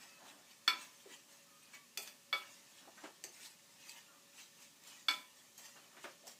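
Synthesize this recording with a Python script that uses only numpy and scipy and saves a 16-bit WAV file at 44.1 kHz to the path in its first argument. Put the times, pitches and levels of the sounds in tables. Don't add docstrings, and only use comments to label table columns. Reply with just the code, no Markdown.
import sys
import numpy as np
from scipy import signal
from scipy.io import wavfile
from scipy.ndimage import uniform_filter1d

SR = 44100
rng = np.random.default_rng(int(sys.argv[2]) if len(sys.argv) > 2 else 0)


def generate_wav(signal):
    frames = np.transpose(np.atleast_2d(signal))
    scaled = np.clip(frames, -1, 1) * 32767
    pcm = np.round(scaled).astype(np.int16)
    wavfile.write(sys.argv[1], SR, pcm)


def invert_db(x):
    u = np.asarray(x, float) / 20
    return 10 ** u


N = 281954

# moment of most pressure in s, rise in s, fall in s, scrape level in dB,
# pitch of the patch of wall that sings in Hz.
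STROKES = [(.03, 0.14, 0.22, -59.5, 3170), (.285, 0.093, 0.14, -59, 3040),
           (.515, 0.056, 0.048, -59.5, 3340), (1.14, 0.073, 0.06, -54, 3100),
           (1.33, 0.073, 0.13, -61.5, 4800), (1.64, 0.055, .06, -64, 4000),
           (1.748, 0.038, 0.057, -56, 2410), (2.79, 0.15, 0.16, -60.5, 3480),
           (3.045, 0.16, 0.14, -60, 2610), (3.35, 0.055, 0.087, -62.5, 7200),
           (3.46, 0.15, 0.077, -52, 4860), (3.905, 0.13, 0.078, -56.5, 5000), (3.98, 0.3, 0.097, -57, 3150),
           (4.4, 0.069, 0.092, -54, 4000), (4.625, 0.072, 0.099, -57.5, 4630),
           (4.88, 0.041, 0.12, -53.5, 4150), (4.97, 0.11, 0.13, -60.5, 4060),
           (5.39, 0.15, 0.24, -64.5, 4540), (5.59, 0.016, 0.15, -56, 6260),
           (5.66, 0.072, 0.09, -56.5, 5500), (5.78, 0.044, 0.26, -64.5, 3000),
           (6.04, 0.09, 0.16, -58, 3100), (6.28, 0.024, 0.082, -53, 5400)]
# [s, s, s, dB, Hz].
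DRAGS = [
    (.825, 0.16, 0.11, -54, 3100),
    (1.0, 0.13, .1, -63.5, 4200),
    (2.03, 0.025, 0.15, -62, 3360),
    (2.08, 0.065, 0.047, -57, 2950),
    (2.43, 0.082, 0.2, -60.5, 2770),
    (2.55, 0.21, 0.18, -61.5, 4300),
    (5.18, 0.04, .1, -67, 2760),
]
# peak in s, rise in s, fall in s, level in dB.
SKIDS = [
    (.69, 0.0067, 0.018, -47),
    (2.03, 0.031, 0.03, -51.5),
    (2.08, .005, 0.055, -58),
    (2.385, 0.039, 0.032, -55.5),
    (5.14, 0.047, 0.11, -58),
]
# peak in s, rise in s, fall in s, level in dB.
TUMBLES = [(.03, 0.13, 0.11, -64.5), (.27, 0.14, 0.21, -60.5), (.75, 0.067, 0.15, -56),
           (1.11, 0.11, 0.085, -67), (1.34, .15, 0.34, -72.5), (1.75, 0.085, 0.087, -66.5),
           (2.08, 0.081, 0.13, -68.5), (2.44, 0.13, 0.21, -66), (2.89, 0.22, 0.032, -64.5),
           (2.98, 0.01, 0.055, -60.5), (3.055, 0.03, 0.032, -53), (3.4, 0.13, 0.25, -70.5),
           (3.88, 0.12, 0.017, -69), (3.95, 0.043, 0.16, -68.5), (4.1, 0.13, 0.26, -71),
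           (4.39, 0.075, 0.092, -66.5), (4.62, 0.063, 0.059, -68.5), (4.92, 0.26, 0.15, -69.5),
           (5.19, 0.13, 0.053, -61), (5.39, .05, 0.17, -74), (5.6, 0.043, 0.13, -75),
           (5.69, 0.091, 0.041, -66.5), (5.77, .02, 0.081, -63.5), (5.98, 0.21, 0.068, -66.5),
           (6.055, 0.013, 0.043, -50), (6.3, 0.075, .04, -68)]
# frequency in Hz, density in dB per Hz.
SCRAPE_SPECTRUM = [(530, -44), (900, -2.5), (1230, -13.5), (1570, -13.5), (1810, -0.5), (2170, -4),
                   (2760, 1), (3590, -3.5), (5410, -1.5), (6480, 1.5), (7960, 0), (10100, -9), (14500, -10),
                   (16000, -8.5)]
# frequency in Hz, density in dB per Hz.
TUMBLE_SPECTRUM = [(71, -64), (120, -23.5), (273, 2), (484, -14), (585, 0), (658, -4.5), (1760, -4),
                   (2130, -17), (4000, -18), (5200, -34), (8800, -120)]

# start in s, slap peak in dB, crack below it in dB, crack t60 in s,
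# share of the crack's tail in dB.
KNOCKS = [
    (0.678, -13, -3, 0.22, -8),
    (1.9735, -38, -29, 0.14, -17),
    (2.328, -23, -2, 0.34, -7),
    (5.0845, -16.5, -3, 0.23, -7),
]
# frequency in Hz, level in dB, t60 in s.
SLAP_MODES = [(1370, -3.5, .05), (3465, -3, .05), (4430, -1.5, .06)]
# frequency in Hz, density in dB per Hz.
CRACK_SPECTRUM = [(90, -55), (300, -10), (800, -21), (1400, -2), (2300, -2.5), (4500, -5), (5500, -9.5),
                  (6800, -17), (8000, -14), (10000, -24), (12000, -14), (16000, -34)]
PAN_HZ = [797, 1008, 1190, 1291, 1321, 1358, 1456, 1645, 1725, 2169, 2254, 2380, 2472, 2521, 2623, 2875,
          3323, 3427, 3462, 3495, 4091, 4393, 4432, 4750, 5098, 5170, 5445, 6015, 604, 832, 1157, 1555,
          3447, 3525, 5222, 5705, 7865, 8030, 8764, 10580, 11660, 13030]
# t60 in s, then level in dB in each of the four knocks.
BOWL_MODES = [(.18, -48, -64, -52, -52), (.4, -40, -76, -49, -43), (.31, -49, -77, -48, -52),
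              (.24, -39, -61, -39, -43), (.24, -40, -60, -42, -43), (.28, -40, -70, -46, -42),
              (.07, -34, -59, -38, -37), (.24, -51, -66, -54, -49), (.1, -36, -64, -43, -40),
              (.13, -42, -62, -53, -46), (.19, -31, -63, -31, -30), (.24, -38, -56, -55, -41),
              (.08, -39, -47, -49, -42), (.08, -38, -48, -52, -44)]
# t60 in s, then level in dB in each knock.
RIM_MODES = [(.09, -43, -46, -48, -48), (.08, -38, -56, -45, -42), (.13, -40, -54, -47, -45),
             (.18, -41, -52, -34, -40), (.18, -28, -54, -60, -29), (.18, -41, -55, -48, -41),
             (.18, -47, -71, -57, -46), (.2, -39, -50, -51, -43), (.06, -33, -45, -46, -39),
             (.16, -50, -46, -52, -48), (.11, -39, -67, -62, -44), (.15, -42, -62, -59, -43),
             (.18, -49, -83, -71, -56), (.11, -49, -46, -65, -54)]
# t60 in s, then level in dB in each knock.
LIP_MODES = [(0.4, -92.0, -71.0, -69.0, -63.0), (0.24, -57.0, -59.0, -54.0, -52.0),
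             (0.09, -48.0, -78.0, -41.0, -48.0), (0.24, -47.0, -78.0, -61.0, -50.0),
             (0.18, -44.0, -48.0, -40.0, -55.0), (0.4, -55.0, -74.0, -55.0, -58.0),
             (0.06, -33.0, -45.0, -50.0, -55.0), (0.18, -53.0, -59.0, -88.0, -58.0),
             (0.18, -54.0, -70.0, -86.0, -56.0), (0.18, -59.0, -74.0, -82.0, -57.0),
             (0.4, -75.0, -67.0, -90.0, -67.0), (0.4, -71.0, -72.0, -82.0, -76.0),
             (0.4, -69.0, -65.0, -84.0, -83.0), (0.18, -76.0, -65.0, -88.0, -74.0)]
# contact in s, level in dB.
CHATTER = [
    (1.7335, -55.5),
    (1.7378, -51.5),
    (1.7455, -66),
    (1.749, -55.5),
    (1.758, -54.5),
    (1.784, -66),
]
# frequency in Hz, level in dB, t60 in s.
CHATTER_MODES = [(1745, -4, .08), (1995, -4, .07), (2256, 0, .13), (2610, -8, .05), (4320, -6, .04),
                 (6800, -8, .03), (9050, -12, .03)]

# start in s, peak in dB, brightness in dB per octave, t60 in s,
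# singing patch in Hz.
TAPS = [(0.814, -45, 12, 0.15, 8400), (1.629, -69, 8, 0.057, 8740), (1.6544, -83, 8, 0.033, 4770),
        (1.748, -62, 8, 0.14, 6800), (1.9744, -25, 2, 0.43, 2500), (2.0756, -39, -3, 0.19, 2510),
        (3.24, -27.5, -1.5, 0.21, 6380), (3.2888, -53, 8, 0.058, 6230), (3.8938, -35.5, -0.5, 0.039, 7630),
        (3.96, -51, 1, 0.16, 2900), (5.1115, -29.5, -1.5, 0.55, 3430), (5.579, -40, 9, 0.12, 6600),
        (5.651, -46, 7, 0.08, 6160), (6.27, -43, 3, 0.26, 5590)]
# frequency in Hz, density in dB per Hz.
EDGE_SPECTRUM = [(150, -10), (620, -4.5), (1200, -28), (1900, 2), (2650, 7), (3750, -15), (4600, 9),
                 (5400, -1), (6400, 3), (8300, 3.5), (10200, -9), (11500, -0.5), (12600, -9), (13800, -1),
                 (16000, -40)]
# start in s, peak in dB, brightness in dB per octave.
TICKS = [(.2675, -50, 0), (1.9748, -32, 5), (1.978, -32, 0.5), (2.0752, -40, -1.5), (3.038, -50, -3),
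         (3.0407, -53, -10), (3.0747, -46, -7), (3.2441, -37, 3), (3.901, -50, 2), (3.918, -43, 2),
         (4.8375, -46, 2), (4.873, -44, 2), (4.887, -51, 8), (5.5845, -48, 2), (5.967, -51, -4),
         (6.0383, -47, -4), (6.043, -48, -5), (6.051, -50, -3), (6.2702, -44, -2), (6.278, -41, 2),
         (6.289, -51, -1), (6.318, -53, 2)]
# start in s, peak in dB, centre in Hz, t60 in s,
# width as a share of the centre.
THUDS = [(0.201, -53.5, 754, 0.77, 0.5), (1.056, -48, 392, 0.14, 0.87), (1.097, -54.5, 264, 0.42, 0.14),
         (1.98, -44, 570, 0.16, 1.8), (2.33, -44, 563, 0.15, 0.48), (2.872, -46, 630, 0.096, 1),
         (2.972, -46, 1470, 0.15, 0.63), (3.038, -36, 795, 0.088, 1.8), (3.242, -46.5, 555, 0.16, 1),
         (5.757, -51.5, 1180, 0.2, 1.2), (5.967, -48.5, 1450, 0.27, 1.5), (6.04, -33.5, 1130, 0.096, 1.4),
         (6.232, -55, 597, 0.36, 0.62), (5.585, -53.5, 900, 0.16, .45), (6.045, -48, 577, 0.28, 0.22),
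         (3.04, -46.5, 1800, .15, 0.98), (6.041, -43, 2000, 0.14, 1.2), (3.055, -46, 900, 0.11, 1.5),
         (3.072, -45, 690, 0.087, 1), (6.272, -49, 624, 0.098, 0.78), (6.305, -61, 620, 0.074, 0.55)]

# frequency in Hz, gain in dB.
STOVE_RESPONSE = [(200, -1), (390, 6), (475, -3), (590, 2.5), (800, -0.5)]
# frequency in Hz, t60 in s.
KITCHEN_DECAY = [(200, 0.38), (1000, 0.32), (4000, 0.3), (12000, 0.033)]
# frequency in Hz, density in dB per Hz.
AIR_SPECTRUM = [(15, -26), (40, -23), (75, -56), (141, 1.5), (277, -5.5), (503, -8.5), (560, -17),
                (624, -17), (1190, -7.5), (1400, -13), (1790, -27), (2050, -11), (6380, -8.5),
                (12900, -15.5), (16000, -18.5)]
# frequency in Hz, width in Hz, level in dB.
FAN_TONES = [(563, 12, -81), (1780, 120, -81), (235, 30, -85)]
# start in s, length in s, pitch in Hz, level in dB, second partial in dB.
BIRD_NOTES = [
    (.07, .13, 1297, -79, 9),
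    (1.46, .055, 1275, -77, -9),
    (1.51, .095, 1232, -68, -13),
    (1.6, .1, 1240, -79, 2),
    (1.71, .16, 1150, -76, -7),
    (4.055, .035, 1200, -78, -12),
    (4.08, .045, 1395, -71, -12),
    (4.125, .08, 1195, -76, -12),
]


def strokes():
    rows = STROKES + DRAGS
    pressure, rest = swells(rows), invert_db(2 * -70)
    total = pressure.sum(0) + rest
    patch_hz = stretched((np.transpose(rows)[4] @ pressure + rest * 4300) / total)

    slips = patchy(wall(coloured(grit(9000, 1.6), SCRAPE_SPECTRUM)), 2.2)
    treble = highpass(slips, 2, 5000, signal.sosfiltfilt)
    bright_db = -2.5 + 4 * np.log2(patch_hz / 4000)
    scrape = treble * invert_db(bright_db) + (slips - treble) * invert_db(-bright_db)
    patch = invert_db(-20.5) * evened(resonate(grit(11000, 0.37), patch_hz, 450))

    tumble = patchy(coloured(grit(12000, 1.1), TUMBLE_SPECTRUM), 2.0)
    heaps = swells(TUMBLES).sum(0) + invert_db(2 * -80)
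    skid = evened(highpass(slips, 4, 7000))
    skid_power = swells(SKIDS).sum(0)
    return (stretched(np.sqrt(total)) * (scrape + patch)
            + stretched(np.sqrt(heaps)) * tumble
            + stretched(np.sqrt(skid_power)) * skid)


def swells(rows):
    s, rise, fall, db = np.transpose(rows)[:4, :, None]
    late = np.arange(0, N + 64, 64) / SR - s
    distance = np.maximum(-late / np.maximum(rise, .003), late / np.maximum(fall, .003))
    return invert_db(2 * (db - 15 * distance))


def stretched(coarse):
    return np.interp(np.arange(N), np.arange(len(coarse)) * 64, coarse)


def grit(per_s, spread_db):
    sign_draw, size_draw, event_draw = rng.random((3, N))
    size = invert_db(-spread_db * np.log(size_draw + 0.0043))
    return np.sign(sign_draw - .5) * size * (event_draw < per_s / SR)


def patchy(x, patch_db):
    z = signal.stft(x, nperseg=256)[2]
    field = uniform_filter1d(rng.standard_normal(z.shape), size=4, axis=0)
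    field = evened(uniform_filter1d(field, size=12, axis=1))
    return evened(signal.istft(z * invert_db(patch_db * field), nperseg=256)[1][:N])


def wall(x):
    block, hop = 8192, 4096
    t, fade = np.arange(SR // 10) / SR, np.hanning(block)
    padded = np.pad(x, (hop, block))
    spread = np.zeros(len(padded) + SR)
    for at in range(0, len(x) + hop, hop):
        shimmer = burst(t, 0.045, 0.0008)
        shimmer = shimmer / np.linalg.norm(shimmer)
        add(spread, at / SR, signal.fftconvolve(fade * padded[at:at + block], shimmer))
    return x + invert_db(1) * spread[hop:][:len(x)]


def knocks():
    out, t = np.zeros(N), np.arange(SR // 3) / SR
    t60, *levels = np.transpose(BOWL_MODES + RIM_MODES + LIP_MODES)
    for (s, db, crack_db, crack_t60, tail_db), mode_db in zip(KNOCKS, levels):
        tail = invert_db(tail_db) * burst(t, crack_t60, 0.00093)
        crack = coloured(burst(t, 0.012, 0.00008) + tail, CRACK_SPECTRUM)
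        slap = peaked(ring(*np.transpose(SLAP_MODES), t)) + invert_db(crack_db) * peaked(crack)
        pan = ring(PAN_HZ, mode_db, t60, t)
        add(out, s - .0005, invert_db(db - 9) * slap + invert_db(0.14) * pan)
    add(out, 2.0745, invert_db(-12) * ring(PAN_HZ, levels[1], t60, t))
    for s, db in CHATTER:
        add(out, s - .0005, invert_db(db) * ring(*np.transpose(CHATTER_MODES), t))
    return out


def ring(hz, db, t60, t):
    hz, db, t60 = np.array([hz, db, t60])[:, :, None]
    fall_db = 60 * t / np.clip(t60, .03, .4)
    ragged = rng.standard_normal((len(hz), len(t)))
    for _ in range(2):
        ragged = uniform_filter1d(ragged, size=400)
    ragged_db = 1.8 * evened(ragged) * np.minimum(t / .04, 1)
    damped_db = -8 * (hz > 1100) * np.clip((t - .058) / .01, 0, 1)
    decay = invert_db(db - fall_db) + invert_db(db - 24 - fall_db / 2)
    modes = decay * invert_db(damped_db + ragged_db) * np.sin(2 * np.pi * hz * t)
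    return modes.sum(0) * (1 - np.exp(-t / .0011))


def taps():
    out, t = np.zeros(N), np.arange(SR // 4) / SR
    for s, db, tilt_db, t60, hz in TAPS:
        patch_db = 3 - 0.81 * (db + 45)
        tail = coloured(wall(burst(t, t60, .001)), [(20, 0), (20000, 0)], 1.5)
        click = burst(t, 0.014, 0.000067) + invert_db(-20) * tail
        click = coloured(click, EDGE_SPECTRUM, np.clip(tilt_db, -2, 8))
        patch = resonate(burst(t, 0.61 * t60, 0.00026), hz, 250)
        add(out, s - .0005, invert_db(db - 8.0) * (peaked(click) + invert_db(patch_db) * peaked(patch)))
    return out


def ticks():
    out, t = np.zeros(N), np.arange(SR // 20) / SR
    for s, db, tilt_db in TICKS:
        click = coloured(burst(t, .014, 0.00018), SCRAPE_SPECTRUM, tilt_db)
        add(out, s - .0005, invert_db(db) * peaked(click) / 2)
    return out


def thuds():
    out, t = np.zeros(N), np.arange(SR // 3) / SR
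    for s, db, hz, t60, share in THUDS:
        band = evened(resonate(rng.standard_normal(len(t)), hz, share * hz))
        envelope = invert_db(-60 * t / t60) * (1 - np.exp(-t / 0.0018))
        add(out, s - .0005, invert_db(db - 9.0) * band * envelope)
    return out


def kitchen(x):
    echoes = np.zeros(SR // 2)
    at = np.arange(140, SR // 2 - 20, 20)
    echoes[at + rng.integers(0, 20, len(at))] = rng.choice([-1., 1.], len(at))
    hz, t, z = signal.stft(echoes, SR, nperseg=256)
    decay = invert_db(-60 * t / read(KITCHEN_DECAY, hz)[:, None])
    tail = signal.istft(z * decay, SR, nperseg=256)[1]
    return signal.fftconvolve(x, tail / np.linalg.norm(tail))[:N]


def air():
    frames, hz = N // 256 + 5, np.fft.rfftfreq(1024, 1 / SR)
    real, imaginary, patches = rng.standard_normal((frames, 513, 3)).T
    patches = uniform_filter1d(patches, size=12, axis=0)
    patches = evened(uniform_filter1d(patches, size=10, axis=1))
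    z = (real + 1j * imaginary) * invert_db(read(AIR_SPECTRUM, hz)[:, None] + 0.15 * patches)
    hiss = evened(signal.istft(z, nperseg=1024, noverlap=768)[1][:N])
    crackle = evened(coloured(grit(1400, 1.5), SCRAPE_SPECTRUM))
    return invert_db(-67) * (hiss + invert_db(-14.0) * crackle)


def fan():
    noise = rng.standard_normal(N)
    return sum(invert_db(db) * evened(resonate(noise, hz, width)) for hz, width, db in FAN_TONES)


def birds():
    out = np.zeros(N)
    for s, length, hz, db, second_db in BIRD_NOTES:
        t = np.arange(0, length, 1 / SR)
        waver = evened(uniform_filter1d(rng.standard_normal(len(t)), size=300))
        sagging_hz = hz - 290 * (t - length / 2)
        phase = 2 * np.pi * np.cumsum(sagging_hz * (1 + .008 * waver)) / SR
        call = np.sin(phase) + invert_db(second_db) * np.sin(2 * phase)
        add(out, s, np.sqrt(2) * invert_db(db) * call * signal.windows.tukey(len(t), 0.29))
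    return out


def burst(t, t60, rise):
    return rng.standard_normal(len(t)) * invert_db(-60 * t / max(t60, .005)) * (1 - np.exp(-t / rise))


def resonate(x, hz, width):
    turn = np.exp(2j * np.pi * np.cumsum(hz * np.ones(len(x))) / SR)
    r = np.exp(-np.pi * width / SR)
    for _ in range(2):
        x = 2 * (turn * signal.lfilter([1 - r], [1, -r], x / turn)).real
    return x


def coloured(x, points, tilt_db=0.0):
    hz = abs(np.fft.fftfreq(2048, 1 / SR))
    gain_db = read(points, hz) + tilt_db * np.log2((hz + 50) / 3000)
    log_gain = np.log(invert_db(np.maximum(gain_db, -100)))
    impulse = np.fft.ifft(np.exp(np.conj(signal.hilbert(log_gain)))).real
    return signal.oaconvolve(x, impulse[:1024])[:len(x)]


def highpass(x, order, hz, run=signal.sosfilt):
    return run(signal.butter(order, hz, "high", fs=SR, output="sos"), x)


def read(points, hz):
    f, value = np.transpose(points)
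    return np.interp(np.log(hz + 1), np.log(f + 1), value)


def evened(x):
    return x / np.sqrt(np.mean(x ** 2) + 1e-20)


def peaked(x):
    return x / (3 * np.sqrt(np.mean(x[:441] ** 2)))


def add(mix, s, sound):
    part = mix[round(s * SR):][:len(sound)]
    part += sound[:len(part)]


def scene():
    rings, far = highpass(knocks(), 2, 200), birds()
    hits = highpass(taps() + thuds() + ticks(), 4, 240)
    wet = kitchen(invert_db(-16) * rings + invert_db(-10) * far) + invert_db(-10) * kitchen(hits)
    blows = coloured(rings + hits + wet, STOVE_RESPONSE)
    return (strokes() + blows + air() + fan() + far)[None]


def roll_off(x):
    return signal.sosfilt(signal.butter(12, 16450, fs=SR, output="sos"), x)


def record(dry):
    edge = signal.firwin(1023, 15560, window=("kaiser", 9), fs=SR)
    mix = signal.oaconvolve(dry, edge[None], "same")
    return roll_off(mix)


dry = scene()
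out = record(dry)
generate_wav(out)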